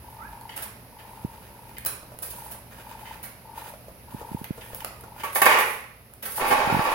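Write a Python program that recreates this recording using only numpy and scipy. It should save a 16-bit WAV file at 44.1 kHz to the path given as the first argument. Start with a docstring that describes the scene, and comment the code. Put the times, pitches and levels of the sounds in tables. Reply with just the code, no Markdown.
"""Bare, ringing room with a wooden floor: a cat chases a crinkly toy, then pounces into paper bags and pushes along them.
Toy and paper are runs of tiny random snaps through filters; claws and pads are decaying noise bursts; a paw squeaks.
A hand-held camera adds finger bumps (gliding low tones) and lens motor ticks (short pings) over a buzzing mount.
Shaped noise is the room air, a wavering sine the faint hum of an appliance; loud passages turn the gain down."""
import sys
import numpy as np
from scipy import signal
from scipy.fft import rfft, irfft, next_fast_len
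from scipy.io import wavfile
from scipy.ndimage import uniform_filter1d, minimum_filter1d, map_coordinates

SR = 44100
rng = np.random.default_rng(int(sys.argv[2]) if len(sys.argv) > 2 else 0)


def master_out(mix):
    """Clip the mix to full scale and print it as 16-bit PCM to the path in sys.argv[1]."""
    frames = np.transpose(np.atleast_2d(mix))
    ceiling = np.clip(frames, -1, 1)
    pcm = np.round(ceiling * 32767).astype(np.int16)
    wavfile.write(sys.argv[1], SR, pcm)


N = 306054

# Levels in the event tables are relative; each source trims them. claws tick on the boards: (time [s], level
# [dB], wood trim [dB])
CLAW_TICKS = [(0.4108, -34, -8), (0.5764, -21.5, -8), (1.6926, -37.5, -6), (1.783, -23, -8),
              (1.8494, -15, -13), (2.188, -24, -13.5), (4.4423, -27.5, -2), (4.7468, -19.5, -25),
              (4.8051, -36.5, 5), (4.8463, -21.5, 2), (5.009, -30, -13), (5.3498, -19, -14),
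              (5.4177, -9, -2), (6.1364, -26.5, -19)]
# the toy is batted: (time [s], level [dB], wood level relative to it [dB], length [s])
TOY_BATS = [(.562, -19.5, -7, 0.0075), (.621, -22, -7.5, 0.016), (1.859, -9, -11.5, 0.0082),
            (2.221, -18, -13, .012), (2.511, -26, -7.5, 0.012), (3.229, -26.5, -6, 0.027),
            (4.754, -29.5, -20, .019), (5.322, -27.5, -10, 0.036), (5.349, -10, -16, .03),
            (5.583, -13.5, -9, 0.024), (5.656, -25, -23, 0.11), (6.223, -24.5, 2, 0.018),
            (6.253, -19, -2, 0.014), (6.357, -20.5, -5.5, 0.023)]
# blows on the bags, toy under the paws: (time [s], paper level [dB], toy level [dB], length [s])
BAG_BLOWS = [(5.235, -22, -26, 0.02), (5.358, -5, -31, 0.0069), (5.417, -2, -4, 0.0092),
             (5.453, -2, -5.5, 0.0096), (5.464, -3.5, -19, 0.0086), (6.511, -10, -38, .012)]
# fingers bump the camera body: (time [s], level [dB])
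FINGER_BUMPS = [(1.247, -19), (4.137, -37), (4.145, -25.5), (4.315, -28.5), (4.346, -19.5), (4.414, -28),
                (4.506, -19), (6.673, -19.5), (6.724, -14), (6.744, -13.5), (6.765, -15.5), (6.791, -15)]
# runs of lens motor steps: (start [s], end [s], mid-run level [dB])
MOTOR_RUNS = [(.047, 0.679, -46), (0.931, 1.457, -48), (1.47, 1.837, -52), (2.342, 2.604, -48.5),
              (2.789, 3.244, -46), (3.457, 3.755, -45), (4.086, 4.471, -45.5), (4.54, 4.943, -52),
              (5.001, 5.31, -49)]
# harder jolts of the lens: (time [s], level [dB])
MOTOR_JOLTS = [(.336, -39), (2.341, -38.5), (2.388, -33.5), (2.915, -31), (3.033, -35), (3.113, -34),
               (3.581, -28.5), (4.292, -38), (4.823, -32.5), (5.24, -24.5), (6.517, -15), (6.584, -23),
               (6.651, -14.5), (6.699, -19), (6.751, -12), (6.857, -17), (6.928, -19)]
# a paw pad squeaks on the boards: (time [s], pitch [Hz], level [dB])
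PAD_SQUEAK = [(.18, 1188, -62), (.195, 1200, -46), (.23, 1405, -45.5), (.25, 1646, -47), (.28, 1716, -52),
              (.295, 1740, -73)]
# soft pads land on the boards: (time [s], level [dB])
PAD_LANDINGS = [(2.027, -40.5), (2.118, -39), (2.139, -42.5), (2.22, -40.5), (2.543, -39.5), (3.736, -37.5),
                (3.882, -38.5), (4.213, -33), (4.577, -33.5), (4.732, -39), (5.037, -34.5)]
# the toy skids over the boards: (time [s], level [dB], length [s])
TOY_SKIDS = [(.492, -27, 0.0066), (0.517, -37, 0.028), (0.986, -39, 0.022), (1.767, -32, 0.0082),
             (3.052, -36.5, 0.052), (4.441, -30.5, 0.0072), (4.608, -33, 0.018), (4.804, -27.5, 0.0032),
             (5.199, -31.5, 0.018)]
# the cat sweeps the toy over the floor: (start [s], end [s], toy rustle level [dB], paw scuff level [dB])
FLOOR_SWIPES = [(0.0, .54, -51.5, -55), (.56, .65, -42, -41), (.98, 1.76, -56, -53), (2.22, 2.52, -32, -48),
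                (2.7, 3.0, -49, -46), (3.0, 3.17, -48, -45), (3.54, 3.7, -43.5, -45.5),
                (4.08, 4.43, -46.5, -50), (4.52, 4.88, -44.5, -49), (5.14, 5.3, -42.5, -41.5)]
# the cat pushes along the bags: (start [s], end [s], toy rustle level [dB], paper level [dB])
BAG_SHOVES = [(6.24, 6.37, -33, -55), (6.385, 6.53, -37.5, -26.5), (6.54, 6.93, -40, -30.5)]

# modes of the bags and floor: (frequency [Hz], width [Hz], level [dB])
HOLLOW_MODES = [(550, 85, -2.5), (840, 58, 4), (1125, 58, 2.5), (1550, 72, -19), (1930, 69, -15),
                (2420, 46, -1.5)]
# modes of the toy's light shell: (frequency [Hz], width [Hz], level [dB])
SHELL_MODES = [(1840, 400, -0.5), (2510, 410, -2.5), (3000, 590, -5.5)]
# spectrum of the foil and claw ticks: (frequency [Hz], relative density [dB])
TOY_SPECTRUM = [(300, -20), (2000, -17.5), (4000, -12.5), (7500, -13.5), (9500, -1), (11000, 3),
                (13500, -4.5), (16000, -0.5)]
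# spectrum of the boards: (frequency [Hz], relative density [dB])
WOOD_SPECTRUM = [(100, -19), (300, -5), (600, 1.5), (1100, 0.5), (2500, -1.5), (3500, -8.5), (7000, -14.5),
                 (16000, -8)]
# spectrum of struck paper: (frequency [Hz], relative density [dB])
PAPER_SPECTRUM = [(80, -44), (150, -23.5), (300, -18.5), (420, -7.5), (560, -4.5), (700, -9), (880, -1.5),
                  (1400, -2.5), (1950, -2.5), (2600, -4.5), (3300, -14.5), (4200, -19.5), (7800, -25.5),
                  (12000, -32)]
# spectrum of scraped paper: (frequency [Hz], relative density [dB])
SCRAPE_SPECTRUM = [(150, -15), (300, -15.5), (530, -6), (690, -11), (850, -1), (1200, -8.5), (1600, -9),
                   (2550, -8.5), (3100, -17), (4000, -20), (6900, -29.5), (12000, -43)]
# spectrum of a pad landing: (frequency [Hz], relative density [dB])
PAD_SPECTRUM = [(60, -1), (250, -8), (600, 0), (1200, -6.5), (2000, -28), (8000, -27)]
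# spectrum of the room air: (frequency [Hz], relative density [dB])
AIR_SPECTRUM = [(24, -27), (54, 4), (70, 1.5), (100, -1.5), (150, -5.5), (210, -3), (320, -12), (540, -8.5),
                (1150, -17.5), (2600, -19), (3300, -25.5), (5000, -24), (7800, -36), (9300, -28),
                (10300, -16), (16000, -25)]
# correlation of the two microphone ports, capped in use: (frequency [Hz], correlation [1])
PORT_CORRELATION = [(40, 0.99), (130, 0.9), (300, 0.86), (640, 0.82), (1400, 0), (3000, 0.022)]
# colour of the ports: (frequency [Hz], left minus right [dB])
PORT_TILT = [(100, 0), (700, -3), (1300, -4), (2400, -5), (3200, 1.5), (4400, 7.5), (6300, 4), (8300, -9.5),
             (10500, -13), (12500, 2), (15000, 2)]
# reverberation of the room: (frequency [Hz], T60 [s])
ROOM_T60 = [(150, 0.72), (600, 0.56), (2000, 0.65), (5000, 0.56), (11000, 0.36), (16000, 0.22)]

AIR_DB, TOP_HZ = -48, 16000
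# the struck bag goes on buckling, ever more weakly
COLLAPSE_START_S, COLLAPSE_END_S, COLLAPSE_DB, COLLAPSE_FADE_DB_PER_S = 5.494, 5.607, -5, 52
BUCKLE_GAP_S, BUCKLE_LENGTH_S, BUCKLE_TOY_DB = 0.018, 0.0097, -13.5
STROKE_ATTACK_S, STROKE_SAG_DB_PER_S, STROKE_RELEASE_S = 0.027, 3, 0.015
LENS_STEP_S = 0.0411  # a weaker step falls halfway between
LENS_EDGE_DB = -6  # ends of a run relative to its middle
LENS_IDLE_DB = -57  # mount buzz between runs, before its trim
LENS_PAN_DB = 7.5  # left minus right: the lens sits nearer the left port
SWING_START_S, SWING_ATTACK_S, SWING_DB = 6.376, 0.0069, -29
DUCK_ABOVE_DB, DUCK_MAX_DB, DUCK_HOLD_S, DUCK_GLIDE_S = -23.5, 3, 0.7, 0.043


def amp(db):
    """Decibels to gain."""
    return 10 ** (np.asarray(db) / 20)


def unit(x):
    """Scale to rms 1."""
    return x / np.sqrt(np.mean(x ** 2) + 1e-20)


def along(points, hz):
    """(Hz, value) points read on a log frequency axis."""
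    f, v = np.transpose(points)
    return np.interp(np.log(hz + 1), np.log(f), v)


def gains(rows):
    """Each dB column as a gain per sample, -120 dB outside the curve."""
    s, *cols = np.transpose(rows)
    t = np.arange(N) / SR
    return [amp(np.interp(t, s, c, left=-120, right=-120)) for c in cols]


def wobble(rate_hz):
    """Smooth random curve with rate_hz knots a second."""
    knots = rng.standard_normal(int(N * rate_hz / SR) + 4)
    return map_coordinates(knots, [np.arange(N) * rate_hz / SR])


def add(track, s, sound):
    """Mix a sound into a track at time s."""
    start = max(round(s * SR), 0)
    part = track[start:start + len(sound)]
    part += sound[:len(part)]


def filtered(x, response):
    """Apply a complex response of frequency to x."""
    m = next_fast_len(N + SR // 2)
    return irfft(rfft(x, m) * response(np.fft.rfftfreq(m, 1 / SR)), m)[..., :N]


def coloured(x, spectrum, size=4096):
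    """Minimum-phase filter of unit energy with the given spectrum."""
    cepstrum = irfft(np.log(amp(along(spectrum, np.fft.rfftfreq(size, 1 / SR)))))
    cepstrum[1:size // 2] *= 2
    cepstrum[size // 2 + 1:] = 0
    kernel = irfft(np.exp(rfft(cepstrum)))
    return signal.fftconvolve(x, kernel / np.linalg.norm(kernel))[:N]


def resonance(f, hz, width_hz):
    """Response of one damped mode."""
    return 1j * f * width_hz / (hz * hz - f * f + 1j * f * width_hz)


def modes(f, rows, sign=1):
    """Sum of damped modes; sign -1 alternates their polarity."""
    return sum(sign ** k * amp(db) * resonance(f, hz, width) for k, (hz, width, db) in enumerate(rows))


def at_ports(pair):
    """Two unrelated signals become left and right, most alike in the bass."""
    def mid_side(f):
        turn = np.arccos(np.clip(along(PORT_CORRELATION, f), 0, 0.97)) / 2
        return np.array([np.cos(turn), np.sin(turn)])
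    mid, side = filtered(pair, mid_side)
    return np.array([mid + side, mid - side])


def creases(rate_hz, spread_db):
    """Tiny snaps at random times with random signs and sizes, rms 1."""
    sizes = rng.choice([-1, 1], N) * amp(spread_db * np.clip(rng.standard_normal(N), -2, 2))
    return unit(sizes * (rng.random(N) < rate_hz / SR))


def burst(snaps, s, length_s):
    """A run of snaps that starts at once and gives out along a half-Gaussian."""
    t = np.arange(SR // 5) / SR
    shape = np.exp(-(t / max(length_s, 0.002)) ** 2)
    run = np.roll(snaps, -round(s * SR))[:len(t)] * shape
    return run * np.linalg.norm(shape) / (np.linalg.norm(run) + 1e-9)


def strokes(rows):
    """One gain per sample for each dB column: every paw stroke builds up, slackens and dies away."""
    t, total = np.arange(N) / SR, 0
    for start, end, *levels in rows:
        rise = np.clip((t - start) / STROKE_ATTACK_S, 0, 1)
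        sag = amp(-STROKE_SAG_DB_PER_S * np.maximum(t - start, 0))
        release = np.exp(-np.maximum(t - end, 0) / STROKE_RELEASE_S)
        total = total + np.outer(amp(levels), rise * sag * release)
    return total


def bag_hits():
    """Blows, then uneven buckles: (time [s], paper level [dB], toy level [dB], length [s])."""
    times = np.arange(COLLAPSE_START_S, COLLAPSE_END_S, BUCKLE_GAP_S)
    levels = COLLAPSE_DB - COLLAPSE_FADE_DB_PER_S * (times - COLLAPSE_START_S)
    late = BUCKLE_GAP_S * rng.uniform(-0.25, 0.25, size=64)
    buckles = [(s + dt, db, db + BUCKLE_TOY_DB, BUCKLE_LENGTH_S) for s, dt, db in zip(times, late, levels)]
    return list(BAG_BLOWS) + buckles


def room(x, direct_db, early_db, tail_db, early_t60_s=0.049):
    """Direct sound, quick reflections from floor and wall, and a tail decaying at its own rate per band."""
    hz, t, z = signal.stft(rng.standard_normal((2, SR)), SR, nperseg=256)
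    decay = amp(-60 * t / along(ROOM_T60, hz)[:, None])
    tail = signal.istft(z * decay, SR, nperseg=256)[1][:, :SR]
    t = np.arange(SR) / SR
    tail *= 1 - np.exp(-t / 0.0056)
    sparse = rng.standard_normal((2, SR)) * (rng.random((2, SR)) < 0.12)
    early = sparse * amp(-60 * t / early_t60_s)
    walls = sum(amp(db) * part / np.linalg.norm(part, axis=1, keepdims=True)
                for db, part in [(early_db, early), (tail_db, tail)])
    # treble scatters round the camera body, so the ports hear it out of step
    scattered = filtered(x, lambda f: np.exp(-2j * np.pi * (f / 2200) ** 1.4))
    reflected = signal.fftconvolve(x[None], walls, axes=1)[:, :N]
    return at_ports(amp(direct_db) * np.array([x, scattered]) + reflected)


def background():
    """Room air as steady shaped noise; an appliance hums as a sine wavering in pitch and level."""
    noise = filtered(rng.standard_normal((2, N)), lambda f: amp(along(AIR_SPECTRUM, f)))
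    air = at_ports(unit(noise))
    phase = 2 * np.pi * np.cumsum(119 + 0.76 * wobble(5)) / SR
    hum = amp(-53.5 + 0.91 * wobble(13.0)) * np.sin(phase)
    return amp(AIR_DB) * air + hum


def toy(hits, bag_wood_db=-8):
    """Each bat of the paw buckles the foil in a burst of snaps; it rustles while pushed about."""
    snaps = creases(rate_hz=3500, spread_db=6.5)
    foil, boards = np.zeros((2, N))
    in_bags = [(s, db, bag_wood_db, length) for s, _, db, length in hits]
    for s, db, wood_db, length in list(TOY_BATS) + in_bags:
        crackle = amp(db - 6.5) * burst(snaps, s, length)
        add(foil, s, crackle)
        add(boards, s, amp(wood_db) * crackle)
    rustle = amp(-7) * strokes(FLOOR_SWIPES)[0] + amp(4) * strokes(BAG_SHOVES)[0]
    foil += rustle * amp(4 * wobble(45)) * creases(rate_hz=1900, spread_db=5)
    return coloured(foil, TOY_SPECTRUM) + coloured(boards, WOOD_SPECTRUM)


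def paws():
    """Pads scuff over the grain: snaps under an uneven stroke gain, coloured by the boards."""
    stroke = amp(-4.5) * strokes(FLOOR_SWIPES)[1]
    scuff = stroke * amp(3.0 * wobble(30)) * creases(rate_hz=3000, spread_db=7.0)
    return coloured(scuff, WOOD_SPECTRUM)


def lens(ring_hz=905, swell_s=0.0039, between_db=-5.5, scatter_db=1.7):
    """Motor steps and jolts ping; the spring mount buzzes as it works and when the camera swings."""
    steps, jolts, drive = np.zeros((3, N))
    t = np.arange(-SR // 80, SR // 80) / SR
    seconds = np.arange(N) / SR

    def ping():
        cycles = ring_hz * rng.normal(1, 0.0093) * t + rng.random()
        return np.exp(-(t / swell_s) ** 2) * np.sin(2 * np.pi * cycles)

    buzz = unit(filtered(creases(rate_hz=600, spread_db=0), lambda f: resonance(f, 880, width_hz=290) ** 2))
    rattle = unit(filtered(creases(rate_hz=400, spread_db=0.5), lambda f: resonance(f, 890, width_hz=510) ** 2))
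    for s, db in MOTOR_JOLTS:
        add(jolts, s + t[0], amp(db) * ping())
    for start, end, db in MOTOR_RUNS:
        arch = np.linspace(-1, 1, round((end - start) * SR)) ** 2
        add(drive, start + t[0], amp(db + LENS_EDGE_DB * arch))
        for k, s in enumerate(np.arange(start, end, LENS_STEP_S / 2)):
            step_db = between_db * (k % 2) + scatter_db * rng.standard_normal()
            add(steps, s + t[0], amp(step_db) * ping())
    swing = amp(SWING_DB) * np.clip((seconds - SWING_START_S) / SWING_ATTACK_S, 0, 1)
    idle = amp(LENS_IDLE_DB + 1.5 * wobble(5.7)) * (seconds < MOTOR_RUNS[-1][1])
    stepping = amp(10.2) * drive * steps
    mount = amp(-6) * np.maximum(drive, idle) * buzz
    return stepping + mount + swing * amp(1.86 * wobble(40)) * rattle + jolts


def squeak(upper_ratio=1.5, upper_db=-11):
    """A pad squeaks as it slips: a rough rising tone with a faint strand above it."""
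    s, hz, db = np.transpose(PAD_SQUEAK)
    pitch_hz = np.interp(np.arange(N) / SR, s, hz) * (1 + 0.018 * wobble(400))
    phase = 2 * np.pi * np.cumsum(pitch_hz) / SR
    tone = np.sin(phase) + amp(upper_db) * np.sin(upper_ratio * phase)
    return amp(4.0) * gains(np.transpose([s, db]))[0] * tone


def claws():
    """Single hard contacts: decaying noise as a bright tick and a knock of the board."""
    tick, knock = np.zeros((2, N))
    t = np.arange(SR // 100) / SR
    for s, db, wood_db in CLAW_TICKS:
        contact = rng.standard_normal(len(t)) * np.exp(-t / 0.0016) * (1 - np.exp(-t / 0.00029))
        add(tick, s, amp(db - 2) * contact)
        add(knock, s, amp(db + wood_db + 3.5) * contact)
    return coloured(tick, TOY_SPECTRUM) + coloured(knock, WOOD_SPECTRUM)


def skids():
    """The toy catches on the grain of the floor and its shell rings."""
    catches, push = creases(rate_hz=2500, spread_db=-2), np.zeros(N)
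    for s, db, length in TOY_SKIDS:
        add(push, s, amp(db + 4) * burst(catches, s, length))
    return filtered(push, lambda f: modes(f, SHELL_MODES, sign=-1))


def bump(t, low_hz, glide_hz, rise_s):
    """One soft push on the case: a low tone whose pitch falls to low_hz as it dies."""
    cycles = low_hz * t + glide_hz * rise_s * (1 - np.exp(-t / rise_s))
    return (t / rise_s) ** 2 * np.exp(2 - 2 * t / rise_s) * np.cos(2 * np.pi * cycles)


def fingers():
    """Bumps of the hand reach the right port harder and a little quicker."""
    left, right = np.zeros((2, N))
    t = np.arange(SR // 25) / SR
    for s, db in FINGER_BUMPS:
        add(left, s, amp(db - 0.5) * bump(t, low_hz=102, glide_hz=195, rise_s=0.0035))
        add(right, s, amp(db + 3.5) * bump(t, low_hz=126, glide_hz=254, rise_s=0.0027))
    return np.array([left, right])


def pats():
    """A pad lands softly: decaying noise as a dull knock of the board without any tick."""
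    pushes = np.zeros(N)
    t = np.arange(SR // 25) / SR
    for s, db in PAD_LANDINGS:
        add(pushes, s, amp(db - 2.5) * rng.standard_normal(len(t)) * np.exp(-t / 0.0085))
    return coloured(pushes, PAD_SPECTRUM)


def bags(hits):
    """Stiff paper cracks and buckles under the pounce, then scrapes; the hollow bags colour both."""
    snaps, blows = creases(rate_hz=1600, spread_db=6), np.zeros(N)
    for s, db, _, length in hits:
        add(blows, s, amp(db - 6.5) * burst(snaps, s, length))
        add(blows, s, amp(db + 3.0) * np.ones(1))  # the first fold gives way at once
    shove = amp(3.5) * strokes(BAG_SHOVES)[1]
    scrape = shove * amp(2.3 * wobble(50)) * creases(rate_hz=1200, spread_db=6)
    paper = coloured(blows, PAPER_SPECTRUM) + coloured(scrape, SCRAPE_SPECTRUM)
    ring = filtered(paper, lambda f: modes(f, HOLLOW_MODES))
    return amp(-4.5) * paper + amp(-6) * ring


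def gain_control(x):
    """Loud passages turn the gain down a little; it holds, then glides back."""
    power = np.abs(uniform_filter1d(np.mean(x ** 2, axis=0), SR // 25))
    level_db = 10 * np.log10(power + 1e-12)
    hold = round(DUCK_HOLD_S * SR)
    duck_db = np.clip(DUCK_ABOVE_DB - level_db, -DUCK_MAX_DB, 0)
    gain_db = minimum_filter1d(duck_db, hold, origin=(hold - 1) // 2)
    return x * amp(uniform_filter1d(gain_db, round(DUCK_GLIDE_S * SR)))


def scene():
    """The play in the room, with the camera's own small noises close by."""
    hits = bag_hits()
    crackle = room(toy(hits), direct_db=-7, early_db=-3.0, tail_db=-2.5)
    steps = room(paws() + pats(), direct_db=-1, early_db=-3.5, tail_db=-5.5)
    motor = lens() * amp(LENS_PAN_DB * np.array([[0.5], [-0.5]]))
    slip = room(squeak(), direct_db=-4.5, early_db=-5, tail_db=-6.5)
    ticks = room(claws(), direct_db=-0.5, early_db=-8.5, tail_db=-3.5)
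    sliding = room(skids(), direct_db=-2.5, early_db=1, tail_db=-0.5)
    paper = room(bags(hits), direct_db=-2.0, early_db=1, tail_db=1.5)
    return background() + crackle + steps + motor + slip + ticks + sliding + fingers() + paper


def record(dry):
    """Gain ducks on loud sounds; each port has its own colour; nothing is kept above TOP_HZ."""
    def port_response(f):
        tilt = amp(np.array([[0.5], [-0.5]]) * along(PORT_TILT, f))
        return tilt / np.sqrt(np.mean(tilt ** 2, axis=0)) * (f < TOP_HZ)
    return filtered(gain_control(dry), port_response)


dry = scene()
out = record(dry)
master_out(out)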